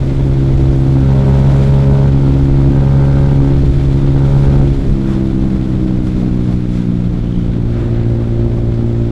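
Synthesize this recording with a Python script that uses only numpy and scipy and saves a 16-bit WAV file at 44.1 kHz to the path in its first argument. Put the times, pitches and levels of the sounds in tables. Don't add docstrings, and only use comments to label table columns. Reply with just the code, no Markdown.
import sys
import numpy as np
from scipy import signal
from scipy.fft import rfft, irfft, next_fast_len
from scipy.io import wavfile
from scipy.ndimage import uniform_filter1d

SR = 44100
rng = np.random.default_rng(int(sys.argv[2]) if len(sys.argv) > 2 else 0)


def inscribe(sig):
    pcm = np.round(np.clip(np.atleast_2d(sig).T, -1, 1) * 32767)
    wavfile.write(sys.argv[1], SR, pcm.astype(np.int16))


N = 401751


def from_db(db):
    return 10 ** (np.asarray(db) / 20)


def unit_rms(x):
    return x / np.sqrt(np.mean(x ** 2) + 1e-20)


def drift(rate_hz, step=40, settle=2000):
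    pole = np.exp(-2 * np.pi * rate_hz * step / SR)
    white = rng.standard_normal(N // step + settle + 2)
    slow = signal.lfilter([1], [1, -2 * pole, pole * pole], white)[settle:]
    return np.interp(np.arange(N) / step, np.arange(len(slow)), unit_rms(slow))


def noise(spectrum):
    size = next_fast_len(N)
    hz, db = np.transpose(spectrum)
    bins = np.maximum(np.fft.rfftfreq(size, 1 / SR), 1)
    colour = from_db(np.interp(np.log(bins), np.log(hz), db, left=-90, right=-90))
    return unit_rms(irfft(rfft(rng.standard_normal(size)) * colour, size)[:N])


def bell(peak_s, length_s):
    return np.exp(-2 * ((np.arange(N) / SR - peak_s) / length_s) ** 2)


def bumps_db(rows):
    return sum(db * bell(peak_s, length_s) for peak_s, length_s, db in rows)


def swells(rows, octaves):
    out = np.zeros(N)
    for peak_s, length_s, db, hz in rows:
        band = noise([(hz / 2 ** octaves, -24), (hz, 0), (hz * 2 ** octaves, -24)])
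        out += from_db(db) * bell(peak_s, length_s) * band
    return out


def follow_engine_db(law, firing_hz, load, cruise_hz=68, cruise_load=.5):
    base_db, db_per_hz, db_per_load = law
    return base_db + db_per_hz * (firing_hz - cruise_hz) + db_per_load * (load - cruise_load)


# time_s, firing_hz
ENGINE_SPEED = [(0, 67.5), (.25, 67.6), (.45, 66.9), (.7, 66.6), (1.45, 67.9), (1.95, 68.6), (2.45, 68.0),
                (3.2, 68.9), (4, 68.25), (4.52, 68.9), (5.4, 64.95), (6, 62.55), (6.85, 59.9), (7.2, 59.1),
                (7.5, 58.1), (7.75, 58.35), (8, 57.8), (9.11, 57.83)]
# time_s, load (-.25 engine braking to 1 wide open)
THROTTLE_LOAD = [(0, 0.41), (.78, .42), (1.03, .6), (1.14, 1), (2.02, 1), (2.13, 0.59), (2.7, 0.504),
                 (2.83, .74), (3.3, 0.66), (3.72, 0.43), (4.12, 0.5), (4.3, 0.7), (4.6, 0.67),
                 (4.98, -0.16), (5.95, -0.12), (6.9, -0.017), (7.62, 0.08), (7.8, 0.276), (9.11, .26)]


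def ride():
    t = np.arange(N) / SR
    return [np.interp(t, *np.transpose(curve)) for curve in (ENGINE_SPEED, THROTTLE_LOAD)]


def harmonic_levels(note, rolloff_db=14.0, count=36):
    listed, db = np.transpose(note)
    harmonics = np.arange(1, count + 1)
    db = np.interp(harmonics, listed, db) - rolloff_db * np.log2(np.maximum(harmonics / listed[-1], 1))
    return db - 10 * np.log10(np.sum(from_db(db) ** 2))


def puff_phases(db, size=128):
    padded_db = np.interp(np.arange(size + 1), np.arange(len(db) + 1), np.r_[db[0] - 10, db])
    cepstrum = irfft(np.log(from_db(padded_db)))
    return rfft(2 * cepstrum[:size], 2 * size).imag[1:len(db) + 1]


def per_firing(cycle):
    values = rng.standard_normal(1024)
    return np.interp(cycle, np.arange(len(values)) + .5, values)


SILENCER_CHAMBERS = [(.37, 0.38), (0.1075, 0.31), (0.065, 0.12)]


def silencer_phases(harmonics, corner_harmonic=1.7):
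    short_share = harmonics ** 2 / (harmonics ** 2 + corner_harmonic ** 2)
    return sum(-2 * np.angle(1 + reflection * short_share * np.exp(-2j * np.pi * harmonics * trip))
               for trip, reflection in SILENCER_CHAMBERS)


# centre_load, spread_load, change_db
DRONE_LOADS = [(0.583, .06, 5.5), (-0.28, 0.083, -9)]


def drone(load):
    return from_db(sum(db * np.exp(-((load - centre) / spread) ** 2)
                       for centre, spread, db in DRONE_LOADS))


# centre_hz, half_width_hz, lift_db
AIR_BOX_RESONANCE = (1500, 81, 3.3)


def air_box(hz):
    centre_hz, half_width_hz, lift_db = AIR_BOX_RESONANCE
    return 1 + (from_db(lift_db) - 1) / (1 + ((hz - centre_hz) / half_width_hz) ** 2)


# harmonic, relative_db
BRAKING_NOTE = [(1, -5), (2, -2), (3, -2), (4, -4.5), (5, -2), (6, -18.5), (7, -22), (8, -22.5), (9, -25.5),
                (10, -21), (11, -36), (12, -27.5)]
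COASTING_NOTE = [(1, -4.5), (2, 1), (3, 1.5), (4, -6), (5, -9), (6, -14.5), (7, -30), (8, -28.5),
                 (9, -27.5), (10, -34.5), (11, -28), (12, -39.5)]
LIGHT_NOTE = [(1, -5), (2, 2.5), (3, -12.5), (4, -5.5), (5, -12), (6, -6.5), (7, -18), (8, -35.5), (9, -23),
              (10, -20.5), (11, -27), (12, -41), (13, -30), (14, -36), (15, -33.5), (16, -46.5)]
PART_NOTE = [(1, -6), (2, 3.5), (3, -12), (4, -7), (5, -7.5), (6, -19.5), (7, -30.5), (8, -22), (9, -23),
             (10, -40.5), (11, -34), (12, -42.5), (13, -34.5), (14, -34.5), (15, -47), (16, -44.5)]
FIRM_NOTE = [(1, -7.5), (2, 1.5), (3, -8.5), (4, -14.5), (5, -22), (6, -15.5), (7, -28.5), (8, -16.5),
             (9, -27), (10, -40.5), (11, -25.5), (12, -28), (13, -25), (14, -28.5), (15, -56), (16, -45.5),
             (17, -42.5), (18, -34.5), (19, -39.5), (20, -31), (21, -39.5), (22, -35.5), (23, -33.5),
             (24, -49)]
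WIDE_OPEN_NOTE = [(1, -6), (2, 3.5), (3, -6.5), (4, -12), (5, -28), (6, -12), (7, -40.5), (8, -15.5),
                  (9, -17), (10, -38.5), (11, -26.5), (12, -37), (13, -23), (14, -24.5), (15, -27.5),
                  (16, -40.5), (17, -42.5), (18, -45), (19, -41), (20, -47.5), (21, -47), (22, -35.5),
                  (23, -40.5), (24, -46.5)]
# base_db, rasp_db (added from the tenth harmonic up)
NOTE_LEVELS = [(-11, 1), (-11, -5), (-11, 0), (-7, 1.5), (-6, -4), (-5.5, -2.5)]
# centre_s, length_s, change_db
EXHAUST_LULLS = [(.1, .24, -4.5), (3.72, .15, -2), (4.81, 0.1, -4.5), (7.8, .1, -1.5)]


def exhaust(cycle, firing_hz, load, uneven_db=1.03, waver_db=1.3, roughness=.15):
    shapes = (BRAKING_NOTE, COASTING_NOTE, LIGHT_NOTE, PART_NOTE, FIRM_NOTE, WIDE_OPEN_NOTE)
    base_db, rasp_db = np.transpose(NOTE_LEVELS)
    notes_db = np.array([harmonic_levels(note) + db for note, db in zip(shapes, base_db)])
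    loads = np.linspace(-.25, 1, len(shapes))
    notes_db[:, 0] += np.interp(loads, [0, .5], [-5, 2])
    harmonics = np.arange(1, notes_db.shape[1] + 1)
    phases = puff_phases(notes_db.mean(axis=0)) + silencer_phases(harmonics)
    jitter_cycles = np.interp(load, [0, .25], [.0055, .0015])
    angle = 2 * np.pi * (cycle + jitter_cycles * per_firing(cycle))
    rasp = from_db(np.interp(load, loads, rasp_db))
    body, edge = np.zeros(N), np.zeros(N)
    for k, levels_db, phase in zip(harmonics, notes_db.T, phases):
        tone = np.interp(load, loads, from_db(levels_db)) * np.cos(k * angle + phase)
        if k == 4:
            tone *= drone(load)
        if k >= 10:
            tone *= rasp * air_box(k * firing_hz)
        if k <= 2:
            body += tone
        else:
            edge += tone * from_db(waver_db * drift(4.7))
    puffs = body + edge * (1 + roughness * per_firing(cycle))
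    return puffs * from_db(uneven_db * per_firing(cycle) + bumps_db(EXHAUST_LULLS))


# freq_hz, relative_db
INTAKE_SPECTRUM = [(150, -14.5), (350, 10.5), (600, 3), (950, 0.5), (1500, -9), (2200, -19.5),
                   (5000, -36.5)]


def intake(cycle, load, wide_open_db=-35.5, db_per_load=6.0, pulse_db=4.0, gulp_phase=.17):
    gulps = unit_rms(from_db(pulse_db * np.cos(2 * np.pi * (cycle - gulp_phase))))
    return from_db(wide_open_db + db_per_load * (load - 1)) * gulps * noise(INTAKE_SPECTRUM)


# freq_hz, relative_db
CLATTER_SPECTRUM = [(500, -8), (900, -1.5), (1350, 5), (1750, -1), (2100, 1), (2500, -1.5), (2850, -4),
                    (3500, -1.5), (3900, -4.5), (4300, -5.5), (4700, -11), (5300, -14.5), (7000, -21),
                    (12000, -44.5)]
HISS_SPECTRUM = [(2820, -25.5), (4800, -2), (6680, -6.5), (7450, -5.5), (8500, -10), (11100, -14.5),
                 (12700, -20), (14200, -30.5)]
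# base_db, db_per_hz, db_per_load
CLATTER_RISE = (-42.5, 0.37, 2.1)
HISS_RISE = (-53, 0.46, 1.4)
# peak_s, length_s, lift_db
HISS_FLARES = [(.8, 0.41, 1.7), (1.52, 0.37, 4), (3.82, .08, 1.5), (4.42, .3, 2), (5.11, 0.072, 4),
               (6.07, .04, 6), (6.2, .08, 4), (6.5, 0.11, 3.5), (6.77, .1, 5.5), (7.79, 0.13, 2)]


def clatter_and_hiss(cycle, firing_hz, load, valve_db=.86, piston_db=.8, beat_phase=.27,
                     flutter_db=.6, flare_share=.59, metal_lift_db=3.0, air_lift_db=1.0):
    flare_db = bumps_db(HISS_FLARES)
    clatter_db = follow_engine_db(CLATTER_RISE, firing_hz, load) + metal_lift_db
    clatter_db += flutter_db * drift(11) + flare_share * flare_db
    hiss_db = follow_engine_db(HISS_RISE, firing_hz, load) + air_lift_db
    hiss_db += flutter_db * drift(6.7) + flare_db
    angle = 2 * np.pi * (cycle - beat_phase)
    beat = unit_rms(from_db(valve_db * np.cos(angle) + piston_db * np.cos(2 * angle) + drift(56)))
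    clatter = beat * from_db(clatter_db) * noise(CLATTER_SPECTRUM)
    hiss = np.sqrt(beat) * from_db(hiss_db) * noise(HISS_SPECTRUM)
    return clatter + hiss


# freq_hz, relative_db
BUFFET_SPECTRUM = [(10, -11.5), (22, -1), (45, -4), (62, -6.5), (100, -15.5), (200, -20), (500, -42.5)]
RUSH_SPECTRUM = [(40, -11), (90, 4), (160, -2), (280, -3.5), (400, -12), (550, -16), (800, -25),
                 (1200, -35), (2000, -40), (4000, -54.5)]
# base_db, db_per_hz, db_per_load
BUFFET_RISE = (-20, 0.3, 0.56)
# peak_s, length_s, lift_db
MICROPHONE_GUSTS = [(.63, 0.16, 6), (2.5, 0.18, 4.5), (3.66, 0.39, 6), (4.06, 0.1, 5), (4.58, 0.39, 6),
                    (4.92, .07, 9.5), (6.4, 0.24, 1.5), (7.4, 0.38, 3)]


def wind(firing_hz, load, buffet_lift_db=2.5, lumps_db=1.5, rush_db=-20.5, sway_db=2.0, ease_db=-4.0):
    buffet_db = follow_engine_db(BUFFET_RISE, firing_hz, load) + buffet_lift_db
    buffet_db += lumps_db * drift(8.3) + bumps_db(MICROPHONE_GUSTS)
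    eddies = noise(BUFFET_SPECTRUM)
    eddies /= np.sqrt(uniform_filter1d(eddies ** 2, size=SR // 8) + 1e-6)
    rush_gain = from_db(rush_db + sway_db * drift(6.4) + ease_db * np.linspace(0, 1, N) ** 2)
    return from_db(buffet_db) * eddies + rush_gain * noise(RUSH_SPECTRUM)


# peak_s, length_s, level_db, centre_hz
AIR_WHOOSHES = [(5.11, 0.094, -37.5, 1100), (6.52, 0.04, -32.5, 550), (7.8, 0.11, -39, 1480),
                (8.0, 0.11, -43.5, 1590), (8.22, 0.073, -41.5, 1300)]


def whooshes():
    return swells(AIR_WHOOSHES, octaves=1.7)


# peak_s, length_s, level_db, pitch_hz
RATTLE_BURSTS = [(7.28, 0.069, -50, 2930), (7.35, 0.057, -47.5, 3140), (7.46, 0.094, -48.5, 3150)]


def rattle(cycle, shake_db=11.0):
    shaking = unit_rms(from_db(shake_db * np.cos(2 * np.pi * cycle)))
    return shaking * swells(RATTLE_BURSTS, octaves=.25)


def scene():
    firing_hz, load = ride()
    cycle = np.cumsum(firing_hz) / SR
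    engine = exhaust(cycle, firing_hz, load) + intake(cycle, load)
    engine += clatter_and_hiss(cycle, firing_hz, load)
    return (engine + wind(firing_hz, load) + whooshes() + rattle(cycle))[None]


def record(dry, overload=.71, hardness=15.2, cutoff_hz=14900):
    flattened = dry / (1 + np.abs(dry / overload) ** hardness) ** (1 / hardness)
    ends = signal.windows.tukey(N, .0006)
    lowpass = signal.cheby2(12, 60, cutoff_hz, fs=SR, output="sos")
    return signal.sosfilt(lowpass, flattened * ends)


dry = scene()
out = record(dry)
inscribe(out)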